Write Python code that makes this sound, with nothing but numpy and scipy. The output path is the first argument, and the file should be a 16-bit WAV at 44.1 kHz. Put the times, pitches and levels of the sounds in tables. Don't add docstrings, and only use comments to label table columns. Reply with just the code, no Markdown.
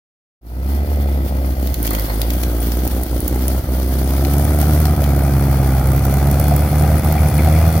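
import sys
import numpy as np
from scipy import signal
from scipy.fft import rfft, irfft, next_fast_len
from scipy.io import wavfile
from scipy.ndimage import uniform_filter1d, map_coordinates

SR = 44100
rng = np.random.default_rng(int(sys.argv[2]) if len(sys.argv) > 2 else 0)


def inscribe(sig):
    pcm = np.round(np.clip(np.atleast_2d(sig).T, -1, 1) * 32767)
    wavfile.write(sys.argv[1], SR, pcm.astype(np.int16))


N = 343980
TIME = np.arange(N) / SR


def amp(db):
    return 10 ** (np.asarray(db) / 20)


def unit(x):
    return x / np.sqrt(np.mean(x ** 2) + 1e-20)


def along(points, hz):
    f, v = np.transpose(points)
    return np.interp(np.log(hz + 1), np.log(f + 1), v)


def curve(points):
    return np.interp(TIME, *np.transpose(points))


def wobble(per_s):
    return map_coordinates(rng.standard_normal(int(N * per_s / SR) + 4), [TIME * per_s])


def white(shared):
    return np.sqrt(shared) * rng.standard_normal(N) + np.sqrt(1 - shared) * rng.standard_normal((2, N))


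def filtered(x, response):
    m = next_fast_len(N + SR // 2)
    return irfft(rfft(x, m) * response(np.fft.rfftfreq(m, 1 / SR)), m)[..., :N]


def coloured(x, tone):
    return filtered(x, lambda hz: amp(along(tone, hz)))


def rung(x, notes):
    def response(f):
        return sum(amp(db) * 1j * f * w / (hz * hz - f * f + 1j * f * w) for hz, w, db in notes)
    return unit(filtered(x, response))


def bursts(times, levels_db, rise, t60):
    t, power = np.arange(SR // 8) / SR, np.zeros(N + SR)
    shape = (1 - np.exp(-t / rise)) * amp(-60 * t / t60)
    for s, db in zip(times, levels_db):
        power[round(s * SR):][:len(t)] += (amp(db) * shape / shape.max()) ** 2
    return np.sqrt(power[:N]) * white(shared=0.68)


# t/s, facing/0-1
PIPE_FACING = [(1.7, 0.13), (3.5, 0.34), (3.9, 0.3), (4.4, 0.78), (5.4, 0.87), (7.6, 0.98)]
def facing():
    return curve(PIPE_FACING)


def broadside(at_s=4.27):
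    return amp(-1.2 * (TIME - at_s) ** 2)


# t/s, firing rate/Hz
FIRING_RATE = [(0.42, 54.91), (0.7, 68.98), (0.9, 72.05), (1.3, 66.13), (1.7, 64.82), (1.9, 53.01),
               (2.14, 52.57), (2.38, 61.92), (2.62, 57.45), (2.88, 62.62), (3.17, 59.49), (3.5, 64.69),
               (3.7, 63.08), (4.15, 66.87), (4.45, 72.84), (4.82, 75.6), (5.08, 69.59), (5.55, 67.9),
               (5.82, 65.46), (6.2, 68.86), (6.55, 72.72), (7.05, 76.68), (7.32, 73.65), (7.6, 79.23),
               (7.8, 79.19)]
def crank():
    return np.cumsum(curve(FIRING_RATE)) / SR + .2


def loudness(base_db, facing_db, effort_db, cruise_hz=68, ahead_s=0.04):
    revs = np.log2(curve(FIRING_RATE) / cruise_hz)
    effort = revs + ahead_s * SR * uniform_filter1d(np.gradient(revs), size=SR // 6)
    return amp(base_db + facing_db * facing() + effort_db * effort)


# f/Hz, t60/s
ECHO_FADE = [(100, 0.18), (1000, 0.92), (10000, 0.079)]
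# f/Hz, level/dB
ECHO_TONE = [(80, -32), (250, -18), (600, -16), (1300, -9.5), (3000, -8), (10000, -9.5)]
def tree_echo(sound):
    scattered, step = coloured(sound, ECHO_TONE), SR // 3
    starts = np.arange(0, N + step, step)
    hz, t, noise = signal.stft(rng.standard_normal((len(starts), 2, SR // 2)), SR, nperseg=256)
    tails = signal.istft(noise * amp(-60 * t / along(ECHO_FADE, hz)[:, None]), SR, nperseg=256)[1]
    echo = np.zeros((2, N + SR))
    for at, tail in zip(starts[:-1], tails):
        part = signal.fftconvolve(scattered[:, at:at + step], tail / np.linalg.norm(tail[0]), axes=1)
        echo[:, at:at + part.shape[1]] += part
    return echo[:, :N]


# f/Hz, level/dB
HULL_TONE = [(18, -32), (35, -16), (60, -4), (100, 4), (170, -1), (300, -22), (700, -60)]
def hull_rumble():
    return loudness(-35.5, facing_db=13.6, effort_db=8.4) * unit(coloured(rng.standard_normal(N), HULL_TONE))


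# t/s, level/dB
TREBLE_LEVEL = [(0.75, -39), (1.42, -40), (1.81, -35.5), (1.83, -32), (2.0, -29), (2.04, -32.5),
                (3.56, -34), (3.65, -38.5), (3.79, -34), (4.85, -31), (4.91, -35), (5.79, -34), (6.42, -33),
                (6.89, -33.5), (7.78, -32), (7.8, -31)]
def treble(offset_db):
    return amp(curve(TREBLE_LEVEL) + offset_db)


def gas_share():
    return 0.74 * facing()


def cleat_clinks(per_s=55, ring_hz=9750, t60=.018):
    chance = rng.standard_normal((int(per_s * N / SR), 3))
    t = np.arange(SR // 25) / SR
    hz = ring_hz * np.exp(.04 * chance[:, :1])
    shape = amp(5.1 * chance[:, 1:2] - 60 * t / t60) * (1 - np.exp(-t / 0.00036))
    rings = shape * np.sin(2 * np.pi * hz * t)
    at = rng.integers(0, N, len(chance))[:, None] + np.arange(len(t))
    return treble(-11.5 + 4.6 * facing()) * unit(np.bincount(at.ravel(), rings.ravel(), N)[:N])


# f/Hz, level/dB
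SNOW_TONE = [(600, -4), (1500, 4), (2600, -6), (5000, 5.5), (9000, 4), (16000, 2.5)]
def snow_crunch(cracks_per_s=420, crack_s=.0014, sizzle=1.2):
    sizes = amp(3.4 * np.minimum(rng.exponential(size=N), 3))
    cracks = (rng.random(N) < cracks_per_s / SR) * sizes
    power = signal.lfilter([1], [1, -np.exp(-2 / (crack_s * SR))], cracks ** 2)
    crunch = np.sqrt(power / power.mean() + sizzle ** 2) * amp(2.7 * wobble(per_s=35))
    return treble(3) * np.sqrt(1 - gas_share()) * unit(coloured(crunch * white(shared=0.039), SNOW_TONE))


# t/s, level/dB
SLAP_HITS = [(5.989, -38), (7.174, -34), (7.385, -31.5), (7.56, -35)]
# f/Hz, level/dB
WHEEL_TONE = [(400, -25), (780, 23), (1100, -25), (1700, -22), (2000, 8), (2200, 19), (2400, 16.5),
              (2700, 3), (4200, -36), (5100, 7), (6000, -37)]
def track_slaps():
    return coloured(bursts(*np.transpose(SLAP_HITS), rise=0.0018, t60=0.078), WHEEL_TONE)


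# f/Hz, level/dB
THUMP_TONE = [(400, -7), (740, 24), (1050, -24), (2300, -12), (3000, -32), (6000, -35)]
def track_thumps(climb_s=6.51, every_s=.32, gap_s=0.104):
    firsts = np.arange(climb_s, N / SR - gap_s, every_s)
    times, db = np.r_[firsts, firsts + gap_s], np.repeat([-15.5, -22], len(firsts))
    return coloured(bursts(times, db, rise=0.0097, t60=0.058), THUMP_TONE)


# t/s, level/dB, extra for the knock/dB
TWIG_SNAPS = [(1.6724, -21, -4), (1.7423, -17.5, -3.5), (1.8286, -15.5, -23), (1.8685, -14.5, -19),
              (1.8756, -20, 0), (1.907, -14, -14), (1.934, -16.5, -20), (1.9496, -18.5, -2),
              (1.9962, -17, -10), (2.2164, -15.5, 0), (2.304, -20.5, 0.5), (2.335, -20, -10),
              (2.4344, -19.5, 3), (2.719, -23, -1), (2.8514, -22, -30), (2.8759, -16.5, -9),
              (3.0344, -18.5, -30), (3.204, -17.5, -36), (3.2791, -12, -39), (3.4808, -10, -20),
              (4.2494, -23.5, 2.5), (4.336, -19.5, -12), (4.7431, -24, -30), (4.802, -19, -29),
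              (4.854, -21, 1.5), (5.0403, -24, 2)]
# t/s, level/dB
BRANCH_CRACKS = [(1.909, -15.5), (1.936, -18), (1.982, -18), (2.085, -24), (2.097, -16)]
# f/Hz, level/dB
SHARP_TONE = [(1500, -15), (4000, -4), (8000, 13.5), (11000, 12.5), (16000, 11.5)]
KNOCK_TONE = [(500, -28), (1300, -17), (2000, -5), (3000, -8), (4500, 0), (7000, 0), (14000, -23)]
BRANCH_TONE = [(250, -46), (520, 12), (900, 3), (1300, 5.5), (1650, -9), (2000, 4.5), (3000, -33),
               (4300, -0.5), (8000, -28)]
def snapping_wood():
    times, db, knock_db = np.transpose(TWIG_SNAPS)
    splinter = bursts(times, db - 8, rise=.0003, t60=.012)
    knock = bursts(times, db + knock_db + 9, rise=.0003, t60=.018)
    branch = bursts(*np.transpose(BRANCH_CRACKS), rise=.001, t60=0.062)
    return coloured(splinter, SHARP_TONE) + coloured(knock, KNOCK_TONE) + coloured(branch, BRANCH_TONE)


CYLINDER_LEVELS = [-0.4, -1.1, 0.81, -1.5, -1, -2]
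def strengths(cycle, scatter_db, pattern=1):
    index = np.round(cycle).astype(int)
    count = index[-1] + 1
    db = pattern * np.resize(CYLINDER_LEVELS, count) + scatter_db * rng.standard_normal(count)
    return uniform_filter1d(amp(db)[index], size=120)


def puffs(cycle, late, width, rest, scatter_db):
    offset = (cycle - late + .5) % 1 - .5
    return unit(rest + np.exp(-.5 * (offset / width) ** 2) * strengths(cycle - late, scatter_db))


# f/Hz, width/Hz, level/dB
BLOCK_NOTES = [(2007, 164, 5.5), (2420, 110, -5), (3410, 130, -7.5), (4290, 100, -6.5), (4880, 120, -5.5)]
def engine_clatter(cycle):
    ticking = white(shared=.6) * puffs(cycle, late=.04, width=.12, rest=.7, scatter_db=2)
    metal = rung(coloured(ticking, [(900, 7), (1700, 3), (5500, 15), (9000, -30)]), BLOCK_NOTES)
    return loudness(-47, facing_db=5.1, effort_db=18) * (1 - 0.52 * broadside()) * metal


# start t/s, end t/s, level/dB
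SPIT_SPELLS = [(5.871, 6.16, -21.5), (6.312, 6.52, -18), (6.562, 6.6, -15.5), (7.0446, 7.16, -22),
               (7.725, 7.76, -16.5)]
def gas_spits(cycle):
    spits = []
    for start, end, level_db in SPIT_SPELLS:
        turns = np.arange(*np.interp([start, end], TIME, cycle), len(CYLINDER_LEVELS))
        spits += [(s, level_db) for s in np.interp(turns, cycle, TIME)]
    times, db = np.transpose(spits)
    uneven_db = db - 9 + 2 * rng.standard_normal(len(db))
    return coloured(bursts(times, uneven_db, rise=0.0022, t60=0.013), SHARP_TONE)


# f/Hz, level/dB
HISS_TONE = [(1200, -44), (2500, -9.5), (5500, 6.5), (9000, 9), (16000, 0)]
def gas_hiss(cycle, burnt):
    flow = puffs(cycle, late=0.012, width=0.084, rest=0.64, scatter_db=4) * (.5 + .5 * burnt)
    return treble(5) * np.sqrt(gas_share()) * unit(coloured(flow * white(shared=0.31), HISS_TONE))


# f/Hz, level/dB
RASP_TONE = [(500, -35), (900, 2.5), (1080, -3.5), (1280, 0.5), (1500, -4), (1800, -11.5), (2400, -10),
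             (5000, -69)]
def gas_rasp(cycle):
    rush = rng.standard_normal(N) * puffs(cycle, late=.08, width=.14, rest=.5, scatter_db=1)
    return loudness(-45, facing_db=11.9, effort_db=0.51) * unit(coloured(rush, RASP_TONE))


# f/Hz, level/dB
CHUFF_TONE = [(40, -25), (120, -2.5), (300, 2.5), (430, -2.5), (570, 0.5), (720, 1), (830, -4.5),
              (1050, -20), (1600, -69), (3000, -80)]
# f/Hz, width/Hz, level/dB
TAILPIPE_NOTES = [(685, 53, -5.5), (738, 100, -3)]
def chuff(cycle):
    ring_share = 0.95 * facing() ** 2
    gusts = rng.standard_normal((2, N)) * puffs(cycle, late=0, width=.1, rest=.45, scatter_db=.7)
    breath = unit(coloured(gusts[0], CHUFF_TONE))
    push = coloured(gusts[1], [(300, 11.5), (600, -3.5), (850, -6.5), (1200, -83), (3000, -50)])
    blend = np.sqrt(1 - ring_share) * breath + np.sqrt(ring_share) * rung(push, TAILPIPE_NOTES)
    return loudness(-30.5, facing_db=5.7, effort_db=3.2) * blend


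def pulses(cycle, jitter, early_s, scatter_db, rough):
    strain = np.clip((82 - curve(FIRING_RATE)) / 14, .6, 1.5)
    at = np.flatnonzero(np.diff(np.floor(cycle)))
    slip = (SR * (jitter * strain[at] * rng.standard_normal(len(at)) - early_s)).astype(int)
    kicks = np.bincount(np.clip(at + slip, 0, N - 1), strengths(cycle, scatter_db)[at] ** strain[at], N)
    swirl = rng.standard_normal(N) * puffs(cycle, late=-.08, width=.15, rest=.45, scatter_db=1.5)
    tone = [(25, 5), (70, 18), (170, -3.5), (500, 3.5), (1000, -20.5), (3000, -60)]
    return -coloured(unit(kicks) + rough * strain * swirl, tone)


# f/Hz, width/Hz, level/dB
MUFFLER_NOTES = [(200.6, 50, 0), (546, 130, -8)]
def muffler_drone(cycle):
    kicks = pulses(cycle, jitter=.00014, early_s=.002, scatter_db=1.3, rough=.35)
    return loudness(-32.5, facing_db=6.3, effort_db=9.5) * rung(kicks, MUFFLER_NOTES)


# f/Hz, width/Hz, level/dB
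PIPE_NOTES = [(271.8, 15, 5), (293.4, 41, 9), (340, 9.7, 6), (366, 26, -2.5), (515, 100, -7)]
def pipe_bark(cycle):
    kicks = pulses(cycle, jitter=.0001, early_s=.0014, scatter_db=.8, rough=.2)
    return loudness(-25.5, facing_db=-6, effort_db=-2) * broadside() * rung(kicks, PIPE_NOTES)


def boom(cycle):
    low = loudness(-17.5, facing_db=1.9, effort_db=10.5) * strengths(cycle, scatter_db=0.5, pattern=0.15)
    octave = loudness(-35.5, facing_db=18.5, effort_db=-2) * strengths(cycle, scatter_db=1.4)
    return -np.sqrt(2) * (low * np.cos(2 * np.pi * cycle) + octave * np.cos(4 * np.pi * cycle))


# t/s, fuel left unburnt/0-1
MISSES = [(.859, 0.76), (1.287, 0.63), (1.557, 0.8), (1.75, 0.84), (2.076, 0.6), (2.399, 0.2),
          (2.895, 0.74), (3.05, 0.7), (3.087, 0.67), (3.21, 1), (3.284, 0.64), (3.622, 0.9), (3.663, 1),
          (4.956, 0.54), (5.827, 0.44), (6.006, 0.55), (6.696, 0.6), (7.016, 0.9), (7.142, 0.5),
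          (7.179, 0.44), (7.305, 0.5), (7.332, 0.34), (7.722, 0.45), (7.789, 0.4)]
def burnt_share(half_width_s=0.017):
    lost = sum(share * np.exp(-np.minimum(np.abs(TIME - s) / half_width_s, 4) ** 3)
               for s, share in MISSES)
    return 1 - np.clip(lost, 0, 1)


def exhaust(cycle, burnt):
    upper = muffler_drone(cycle) + pipe_bark(cycle) + gas_rasp(cycle) + chuff(cycle)
    return burnt * boom(cycle) + (1 - 0.56 * (1 - burnt)) * upper


# t/s, left ear's lead/ms
EAR_LEAD = [(.4, .25), (1.9, .28), (2.6, .13), (4.5, .09), (6, .04), (7.8, -.03)]
def placed(sound):
    lead = curve(EAR_LEAD) * SR / 1000
    return np.array([map_coordinates(ear, [np.arange(N) + side * lead / 2], order=5)
                     for ear, side in zip(sound, (1, -1))])


def scene():
    cycle, burnt = crank(), burnt_share()
    engine = exhaust(cycle, burnt) + engine_clatter(cycle) + gas_hiss(cycle, burnt)
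    hull = hull_rumble()
    tracks = snow_crunch() + cleat_clinks() + snapping_wood()
    machine = placed(engine + tracks + gas_spits(cycle) + track_slaps() + track_thumps())
    return machine + tree_echo(machine) + hull


# f/Hz, level/dB
LEFT_TONE = [(300, 1.5), (700, -2), (2400, 2), (2950, 5.5), (3400, 4), (3900, -1), (4250, 1.5), (5100, -3),
             (6200, -4), (7500, -8.5), (8600, -6), (10000, 1), (11400, -1.5), (15500, -5)]
RIGHT_TONE = [(300, 2.1), (700, -3.5), (2200, 1.5), (2700, -7), (3400, 0), (3900, -14.5), (4300, -7.5),
              (5000, -19), (6600, -21.5), (9000, -17.5), (10600, -15), (11500, 0), (13600, 7), (15500, 7.5)]
def record(dry, start_s=.41, fade_s=0.35, top_hz=15850):
    faded = dry * np.clip((TIME - start_s) / fade_s, 0, 1)
    stereo = filtered(faded, lambda hz: amp([along(LEFT_TONE, hz), along(RIGHT_TONE, hz)]))
    return filtered(stereo, lambda hz: 1 / (1 + (hz / top_hz) ** 200))


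dry = scene()
out = record(dry)
inscribe(out)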